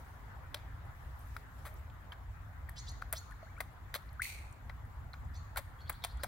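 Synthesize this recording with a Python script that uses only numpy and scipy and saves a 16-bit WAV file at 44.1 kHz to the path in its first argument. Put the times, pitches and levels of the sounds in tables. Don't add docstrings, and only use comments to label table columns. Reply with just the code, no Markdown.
import sys
import numpy as np
from scipy import signal
from scipy.fft import rfft, irfft, next_fast_len
from scipy.io import wavfile
from scipy.ndimage import uniform_filter1d

SR = 44100
rng = np.random.default_rng(int(sys.argv[2]) if len(sys.argv) > 2 else 0)


def digitize_waveform(pressure):
    field = np.atleast_2d(pressure).T
    bounded = np.clip(field, -1, 1)
    quanta = np.round(bounded * 32767).astype(np.int16)
    wavfile.write(sys.argv[1], SR, quanta)


N = 276507


def amp(db):
    return 10 ** (np.asarray(db) / 20)


def evened(x):
    return x / np.sqrt(np.mean(x ** 2) + 1e-20)


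def read(points, hz):
    f, value = np.transpose(points)
    return np.interp(np.log(hz + 1), np.log(f + 1), value)


def add(mix, start_s, sound, pan_db):
    part = mix[:, round(start_s * SR):][:, :len(sound)]
    part += sound[:part.shape[1]] * amp([[pan_db / 2], [-pan_db / 2]])


def band(x, low_hz, high_hz):
    sos = signal.butter(2, [low_hz, high_hz], "bandpass", fs=SR, output="sos")
    return signal.sosfilt(sos, x)


def ring(hz, t60_s, rise_s, octaves=0.):
    t = np.arange(round(min(t60_s, .1) * SR)) / SR
    pitch_hz = hz * 2 ** (octaves * np.minimum(t, .03) / .02)
    swell = (1 - np.exp(-t / rise_s)) ** 2
    return swell * amp(-60 * t / t60_s) * np.sin(2 * np.pi * np.cumsum(pitch_hz) / SR)


def grainy(size, rough):
    grains = evened(uniform_filter1d(rng.standard_normal(size), 45))
    return 1 - rough + rough * grains


# pitch_hz [Hz], likeness [-1 to 1]
LIKENESS = [(30, 0.69), (60, 1), (130, 0.83), (290, 0.32), (640, 0.45), (1410, 0.059), (3100, -0.031),
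            (6820, -0.058), (15000, 0.064)]
# pitch_hz [Hz], left_right_db [dB]
BED_LEAN = [(60, 0.5), (110, 0.0), (200, 1), (380, 2), (700, 1), (1290, 3), (2380, 2), (4400, 3), (8120, 5),
            (15000, 2)]


def bed(spectrum, level, patchy_db, size):
    frames, hz = 4 * N // size + 5, np.fft.rfftfreq(size, 1 / SR)
    a, b, c, d, patches = rng.standard_normal((frames, len(hz), 5)).T
    patches = evened(uniform_filter1d(uniform_filter1d(patches, 9, 0), 9, 1))
    same = np.clip(read(LIKENESS, hz), -1, 1)[:, None]
    lean = amp(read(BED_LEAN, hz)[:, None] / 2)
    left = a + 1j * b
    right = same * left + np.sqrt(1 - same ** 2) * (c + 1j * d)
    z = np.array([left * lean, right / lean])
    z *= amp(read(spectrum, hz)[:, None] + patchy_db * patches)
    noise = signal.istft(z, nperseg=size, noverlap=3 * size // 4)[1][:, :N]
    noise /= np.sqrt(np.mean(noise.mean(0) ** 2))
    return noise * amp(np.interp(np.arange(N) / SR, *level))


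# time_s [s], level_db [dB]
RUMBLE_LEVEL = [(0, -52), (.7, -47), (1.2, -50), (2.5, -50), (3.5, -49), (4.1, -51), (4.4, -48.5),
                (5.2, -46.5), (5.9, -50), (6.27, -45.5)]
# pitch_hz [Hz], relative density_db [dB per Hz]
RUMBLE_COLOUR = [(8.8, -63), (15, -27), (48, 0.5), (65, 3), (111, -4.5), (177, -24.5), (300, -26),
                 (390, -52), (660, -120)]
THROB_DB, THROB_S = 2, 0.078


def rumble():
    width = round(THROB_S * SR)
    throb = evened(uniform_filter1d(uniform_filter1d(rng.standard_normal(N), width), width))
    return bed(RUMBLE_COLOUR, np.transpose(RUMBLE_LEVEL), 0.086, size=4096) * amp(THROB_DB * throb)


# time_s [s], level_db [dB]
ROAD_LEVEL = [(0.0, -58), (0.7, -58), (2.2, -60), (3.04, -59), (3.7, -60), (5.95, -60), (6.27, -57.5)]
# pitch_hz [Hz], relative density_db [dB per Hz]
ROAD_COLOUR = [(88, -33.5), (150, 9.5), (172, -12), (274, -12.5), (305, -30), (325, -14), (385, -17.5),
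               (557, -15.5), (794, -10.5), (1130, -10), (1890, -14.5), (2650, -27), (6000, -39.5),
               (7800, -63), (13200, -120)]


def roads():
    return bed(ROAD_COLOUR, np.transpose(ROAD_LEVEL), 2.1, size=1024)


# pitch_hz [Hz], relative density_db [dB per Hz]
LEAF_COLOUR = [(2060, -14), (3500, -0.5), (4830, -8.5), (5770, -14), (6300, -3.5), (7500, -2.5), (8200, -8),
               (10400, -7.5), (11300, -3.5), (14500, -3.5), (15600, -2.5), (17000, -3.5)]
LEAF_DB = -75.5


def leaves():
    return bed(LEAF_COLOUR, ([0], [LEAF_DB]), 2.1, size=512)


# time_s [s], level_db [dB]
FIZZ_LEVEL = [(0, -66.5), (.3, -77), (.85, -78), (1.0, -71), (1.15, -73.5), (1.22, -66), (1.4, -68.5),
              (1.46, -77), (1.6, -67.5), (1.8, -70), (1.9, -95)]
# pitch_hz [Hz], relative density_db [dB]
FIZZ_TONE = [(5000, -12.5), (9000, -12.5), (12500, -11), (15700, -10), (17000, -4.5)]


def fizz():
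    return bed(FIZZ_TONE, np.transpose(FIZZ_LEVEL), 3.7, size=256)


# start_s [s], peak_db [dB], pitch_hz [Hz], length_s [s]
WIND_PUFF = (6.096, -35, 53, .105)


def wind_puff():
    out = np.zeros((2, N))
    start_s, peak_db, pitch_hz, length_s = WIND_PUFF
    t = np.arange(0, length_s, 1 / SR)
    hump = np.sin(np.pi * (t / t[-1]) ** 1.44)
    add(out, start_s, amp(peak_db) * hump * np.sin(2 * np.pi * pitch_hz * t), 0)
    return out


def background():
    return rumble() + roads() + leaves() + fizz() + wind_puff()


# pitch_hz [Hz], t60_s [s]
GARDEN_DECAY = [(500, .25), (2200, 0.63), (5000, 0.54), (9000, 0.52), (16000, 0.3)]


def garden(x):
    taps = np.zeros((2, SR))
    at = np.arange(40, SR - 20, 20) + rng.integers(0, 20, (2, (SR - 41) // 20))
    np.put_along_axis(taps, at, rng.choice([-1., 1.], at.shape), 1)
    taps *= amp(1.7 * evened(uniform_filter1d(rng.standard_normal(SR), 200)))
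    taps *= 1 - 0.42 * np.exp(-np.arange(SR) / SR / 0.066)
    hz, t, z = signal.stft(taps, SR, nperseg=256)
    decay = amp(-60 * t / read(GARDEN_DECAY, hz)[:, None])
    tail = signal.istft(z * decay, SR, nperseg=256)[1]
    return signal.fftconvolve(x, tail / np.linalg.norm(tail[0]), axes=1)[:, :N]


# start_s [s], level_db [dB], start_hz [Hz]
SYLLABLES = [(5.783, -64, 3280), (5.8, -59.5, 4280), (5.853, -61, 3330), (5.87, -55, 4350),
             (5.916, -62, 3380), (5.935, -60, 4000), (6.015, -55, 3750), (6.087, -59, 4130),
             (6.102, -61.5, 4600), (6.166, -64, 3340), (6.192, -59.5, 4400), (6.218, -54.5, 5050),
             (6.242, -68, 4000)]
SYLLABLE_S, SYLLABLE_RISE = 0.034, 1.03


def twitter():
    out = np.zeros((2, N))
    for start_s, level_db, start_hz in SYLLABLES:
        hz = start_hz * np.geomspace(1, SYLLABLE_RISE, round(SYLLABLE_S * SR))
        whistle = np.sin(2 * np.pi * np.cumsum(hz) / SR)
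        note = grainy(len(hz), 0.53) * signal.windows.tukey(len(hz), .6) * whistle
        add(out, start_s, amp(level_db) * note, 0)
    return out


# start_s [s], level_db [dB], left_right_db [dB]
BLOW = (4.2182, -10.5, 3.)
# pitch_hz [Hz], level_db [dB re the blow], t60_s [s]
BLOW_MODES = [(2060, 9, 0.0077), (2360, -7, 0.014), (4440, -26, 0.0097), (9230, 1, 0.0088)]
# later_s [s], level_db [dB re the blow]
WALL_ECHO = (.0335, -9)
# from_hz [Hz], to_hz [Hz], level_db [dB re the blow]
BLOW_CARRY = [(2100, 2570, 14.5), (4070, 5000, 6.5), (5000, 7700, 3.5), (8500, 9750, 6.5),
              (10000, 15500, 3.5)]


def knock():
    start_s, level_db, pan_db = BLOW
    click = signal.unit_impulse(round(.03 * SR), round(.0018 * SR))
    modes = np.zeros((2, len(click)))
    for hz, mode_db, t60_s in BLOW_MODES:
        add(modes, 0, amp(mode_db) * ring(hz, t60_s, 0.0022), 0)
    out, sent = np.zeros((2, 2, N))
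    crack = amp(-11) * band(band(click, 3000, 16500), 3000, 16500)
    add(out, start_s, amp(level_db) * (modes[0] + crack), pan_db)
    later_s, echo_db = WALL_ECHO
    add(out, start_s + later_s, amp(level_db + echo_db) * band(modes[0], 1600, 5000), 0)
    for low_hz, high_hz, carry_db in BLOW_CARRY:
        add(sent, start_s, amp(level_db + carry_db) * band(click, low_hz, high_hz), 0)
    return out, sent


# time_s [s from its start], rough_hz [Hz, before each call's pitch factor],
# rough_db [dB], pure_hz [Hz], pure_db [dB], share [of the call's roughness]
CHIRP_SHAPE = [(0, 1504, -11, 3002, -40, 1.1), (.012, 1680, 1, 3095, -8, 1),
               (.022, 2164, -1, 3617, -8, 0.28), (0.029, 2860, -1, 4404, 1, 0.9),
               (.040, 3450, -5.5, 4330, -7, 0.41), (0.046, 3720, -7, 4320, 0, .3),
               (.054, 3570, -16, 4410, -39, .3)]
# multiple [of rough_hz], level_db [dB]
ROUGH_PARTIALS = [(2, 2), (3, -6.5)]
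# start_s [s], direct_db [dB], pitch [factor on the rough voice], roughness [factor],
# echo_db [dB sent to the garden]
CALLS = [(2.756, -48, 0.94, 1.23, -47), (2.859, -50, 0.94, 1, -51.5), (3.143, -47, .96, 0.2, -52.5),
         (3.384, -85, 0.97, .8, -62), (5.330, -58, 0.97, 0.7, -56.5)]
# later_s [s], level_db [dB re direct]
LEAF_REPEATS = [(.0035, -4), (.0075, -10), (0.011, -7.5)]


def chirps():
    out, sent = np.zeros((2, 2, N))
    at, *columns = np.transpose(CHIRP_SHAPE)
    t = np.arange(0, at[-1], 1 / SR)
    rough_hz, rough_db, pure_hz, pure_db, share = (np.interp(t, at, c) for c in columns)
    for start_s, direct_db, pitch, roughness, echo_db in CALLS:
        turns = np.cumsum(rough_hz * pitch) / SR
        rasp = np.clip(roughness * share, 0, 1)
        rough = np.zeros(len(t))
        for multiple, partial_db in ROUGH_PARTIALS:
            rough += amp(partial_db) * grainy(len(t), rasp) * np.sin(2 * np.pi * multiple * turns)
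        rough = band(band(amp(rough_db) * rough, 4530, 8800), 2200, 12000)
        pure = np.sin(2 * np.pi * np.cumsum(pure_hz) / SR)
        pure *= amp(pure_db) * grainy(len(t), 0.29 + 0.25 * rasp)
        call = (rough + pure) * signal.windows.tukey(len(t), .15)
        add(out, start_s, amp(direct_db) * call, 0)
        for later_s, repeat_db in LEAF_REPEATS:
            add(out, start_s + later_s, amp(direct_db + repeat_db) * call, 0)
        add(sent, start_s, amp(echo_db) * call * (1.2 - share), 0)
    return out, sent


# pitch_hz [Hz], level_db [dB]
WET_COLOUR = [(180, -18), (300, -20.5), (567, -1.5), (1330, 2.5), (2130, 0), (2840, -9.5), (3650, -5.5),
              (4240, -7.5), (5830, -16.5), (9020, -4.5), (9810, -8.5), (11600, -2.5), (13300, -11),
              (15700, -4.5), (16500, -5.5)]
SMACK_T60_S, T60_PER_HELD = 0.016, 2.8
SNAP_DB, SNAP_LOSS_DB_PER_S = 15, 900


def smack(level_db, body_db, spray_db, held_s):
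    t = np.arange(8192) / SR
    clump_db = 3.5 / (1 + held_s / 0.036)
    clumps = np.minimum(rng.exponential(1, len(t) // 16), 4.5).repeat(16)
    ruptures = rng.standard_normal(len(t)) * amp(clump_db * clumps)
    after = np.maximum(t - held_s, 0)
    t60_s = SMACK_T60_S + T60_PER_HELD * held_s
    fine_spray = amp(-20.0 - 60 * after / 0.18)
    shape = np.minimum(t / (0.0001 + 0.32 * held_s), 1) * (amp(-60 * after / t60_s) + fine_spray)
    snap = amp(SNAP_DB - SNAP_LOSS_DB_PER_S * held_s) * (t == 0)
    hz = np.fft.rfftfreq(len(t), 1 / SR)
    mouth = [(2200, body_db), (3300, 0), (6000, 0), (8000, spray_db)]
    log_gain = np.log(amp(np.maximum(read(WET_COLOUR, hz), -45) + read(mouth, hz)))
    half = len(t) // 2 - 1
    cepstrum = irfft(log_gain) * np.r_[1, 2 * np.ones(half), 1, np.zeros(half)]
    burst = irfft(rfft(ruptures * shape + snap) * np.exp(rfft(cepstrum)))
    return amp(level_db) * burst / np.linalg.norm(burst) * np.linalg.norm(shape) / 2


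# start_s [s], level_db [dB], body_db and spray_db [dB re the middle],
# held_s [s], left_right_db [dB]
LIP_SMACKS = [(.5440, -28, -6.5, -11, 0.0012, 3), (1.3660, -39, 1.5, -3, 0.002, 2),
              (1.6480, -42, 4, -1, 0.025, 3.5), (2.1200, -44.5, 5, -10.5, 0.0072, 5),
              (2.693, -35, 3, 5, 0.00045, 0), (3.0185, -41, 0.5, -11, .004, 1),
              (3.1267, -22, -2.5, 7, 0.0017, 1.5), (3.1320, -34, 3, -1, 0.005, 4),
              (3.137, -51, -11, -5, .04, -4), (3.311, -49, 2.5, -7, 0.00075, 3),
              (3.604, -31, 0, -4.5, .003, 7), (3.6070, -32.5, 1, 2, .0005, -8),
              (3.6125, -37, 27, 3, .0007, 2), (3.9409, -29.5, -6.5, -7.5, 0.0031, 0.5),
              (3.9498, -35, -5.5, -5, 0.0035, 13.5), (3.9550, -36, -5, -6, 0.0074, -2),
              (4.6953, -42, 7.5, -15, 0.0034, 6), (5.1333, -49.5, 3.5, -12, .002, 2),
              (5.139, -39.5, 7, -15, 0.0012, 2), (5.5600, -34.5, 7, -5, .001, 0),
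              (5.5690, -29.5, 2.5, -0.5, 0.0049, 6), (5.5722, -31, -4.5, -1.5, 0.0072, -6),
              (5.5830, -43, 1, -2, 0.0098, 14), (5.8951, -27.5, 5.5, 2.5, 0.0033, 2.5),
              (6.0392, -27, -10, -11, 0.0016, -3), (6.0471, -29, -3.5, -4.5, 0.0012, 8.5),
              (6.234, -27.5, -2, -2, 0.0029, 1.5), (6.2421, -33.5, 26, 8, 0.0015, 8)]


def smacks():
    out = np.zeros((2, N))
    for start_s, *settings, pan_db in LIP_SMACKS:
        add(out, start_s, smack(*settings), pan_db)
    return out


# pitch_hz [Hz], left_right_db [dB]
CLOSE_LEAN = [(600, -0.5), (1400, 6.5), (2000, 10), (3300, -7), (4300, -2), (9000, 2), (15600, 7)]
# start_s [s], level_db [dB], pitch_hz [Hz]
DROP_TICKS = [(.854, -62, 11000), (1.192, -54, 12900), (1.273, -56, 12300), (1.741, -52, 12600),
              (1.899, -58.5, 3120), (2.894, -54, 11200), (2.917, -55, 11200), (3.322, -58, 10000),
              (3.584, -57, 9000), (4.091, -57, 4380), (4.130, -54.5, 11400), (4.512, -59, 9000),
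              (4.526, -52.5, 8250), (5.246, -67, 14500), (5.250, -63, 7800), (5.344, -59, 11700),
              (5.927, -49, 8100), (6.172, -54.5, 8000)]
FAINT_TICKS, FAINT_DB, FAINT_HZ = 9, -66, (9000, 14500)


def ticks():
    out = np.zeros((2, N))
    faint = [(rng.random() * N / SR, FAINT_DB, rng.uniform(*FAINT_HZ)) for _ in range(FAINT_TICKS)]
    for start_s, level_db, hz in DROP_TICKS + faint:
        noise = rng.standard_normal(600) * amp(-60 * np.arange(600) / SR / 0.019)
        puff = band(noise, 0.85 * hz, min(1.14 * hz, 17000))
        add(out, start_s, amp(level_db) * puff / (2 * puff[:100].std()), read(CLOSE_LEAN, hz))
    return out


# start_s [s], level_db [dB], pitch_hz [Hz at the start], glide [octaves per 20 ms]
SURFACE_RINGS = [(.5442, -31, 3440, -0.33), (.546, -44.5, 568, 0.12), (1.365, -28, 1360, 0.16),
                 (1.367, -56, 4980, 0.), (2.120, -35, 3150, -.08), (2.126, -53, 1730, -0.15),
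                 (2.688, -40, 1880, -0.12), (2.694, -40, 14500, 0.), (3.0226, -23.5, 1410, -0.043),
                 (3.1272, -24, 15600, .08), (3.1275, -30, 9100, 0.), (3.134, -35.5, 617, 0.15),
                 (3.311, -47, 1470, -0.0096), (3.320, -46.5, 1865, -0.45), (3.428, -43, 640, .08),
                 (3.468, -55, 1440, .45), (3.565, -53, 2170, .3), (3.577, -45, 1260, .5),
                 (3.604, -36, 620, 0.23), (3.605, -28.5, 1970, 0.38), (3.9412, -31.5, 1670, 0.13),
                 (3.9500, -26, 11830, -0.087), (3.9545, -26, 4170, .07), (3.957, -35.5, 572, 0.01),
                 (4.195, -28, 1308, 0.77), (4.698, -39, 2000, -.04), (5.133, -36.5, 4150, .03),
                 (5.138, -44, 1460, -0.043), (5.5614, -26, 1480, 0.032), (5.5720, -24, 11600, .08),
                 (5.587, -38.5, 596, -.15), (5.897, -29, 1256, .1), (5.8975, -18, 15600, .08),
                 (6.0400, -31, 3520, 0.033), (6.047, -39, 718, -0.15), (6.0480, -21.5, 9000, 0.),
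                 (6.196, -47, 1360, 0.23), (6.2355, -20.5, 8640, 0.052), (6.2355, -30.5, 580, 0.042),
                 (6.246, -32, 730, -0.032)]
RING_T60_S, T60_FLOOR_S = 0.019, 0.0064
T60_PER_GLIDE = 4.7
SHORTER_PER_DB = 0.74
RING_RISE_S, RISE_PER_GLIDE = 0.00041, 2.8


def surface_rings():
    out = np.zeros((2, N))
    for start_s, level_db, hz, glide in SURFACE_RINGS:
        scaled_s = RING_T60_S * 1000 / hz * amp(-SHORTER_PER_DB * (level_db + 36))
        t60_s = (T60_FLOOR_S + scaled_s) * (1 + T60_PER_GLIDE * glide ** 2)
        rise_s = RING_RISE_S * (1 + RISE_PER_GLIDE * glide ** 2)
        add(out, start_s, amp(level_db) * ring(hz, t60_s, rise_s, glide), read(CLOSE_LEAN, hz))
    return out


def fish():
    return smacks() + surface_rings() + ticks()


# pitch_hz [Hz], left_lead [radians]
LEFT_LEAD = [(0, 0.5), (2200, 0.5), (2900, -2.5), (3700, 1.3), (7000, -2), (9200, -1.8), (12000, -1.25),
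             (16500, -2)]


def ports(x):
    size = next_fast_len(N)
    half_lead = np.interp(np.fft.rfftfreq(size, 1 / SR), *np.transpose(LEFT_LEAD)) / 2
    return irfft(rfft(x, size) * np.exp(1j * np.array([half_lead, -half_lead])), size)[:, :N]


def scene():
    near, far = fish(), twitter()
    blow, blow_sent = knock()
    bird, bird_sent = chirps()
    echoes = garden(amp(-23) * near + blow_sent + amp(-4) * far + bird_sent)
    return ports(near + blow + bird) + far + echoes + background()


TOP_HZ, TOP_DB = 15900, -22
EDGE_HZ = 16900


def record(dry):
    below_top, below_edge = (signal.firwin(511, hz, window=("kaiser", 9), fs=SR)
                             for hz in (TOP_HZ, EDGE_HZ))
    response = (1 - amp(TOP_DB)) * below_top + amp(TOP_DB) * below_edge
    return signal.oaconvolve(dry, response[None], "same")


dry = scene()
out = record(dry)
digitize_waveform(out)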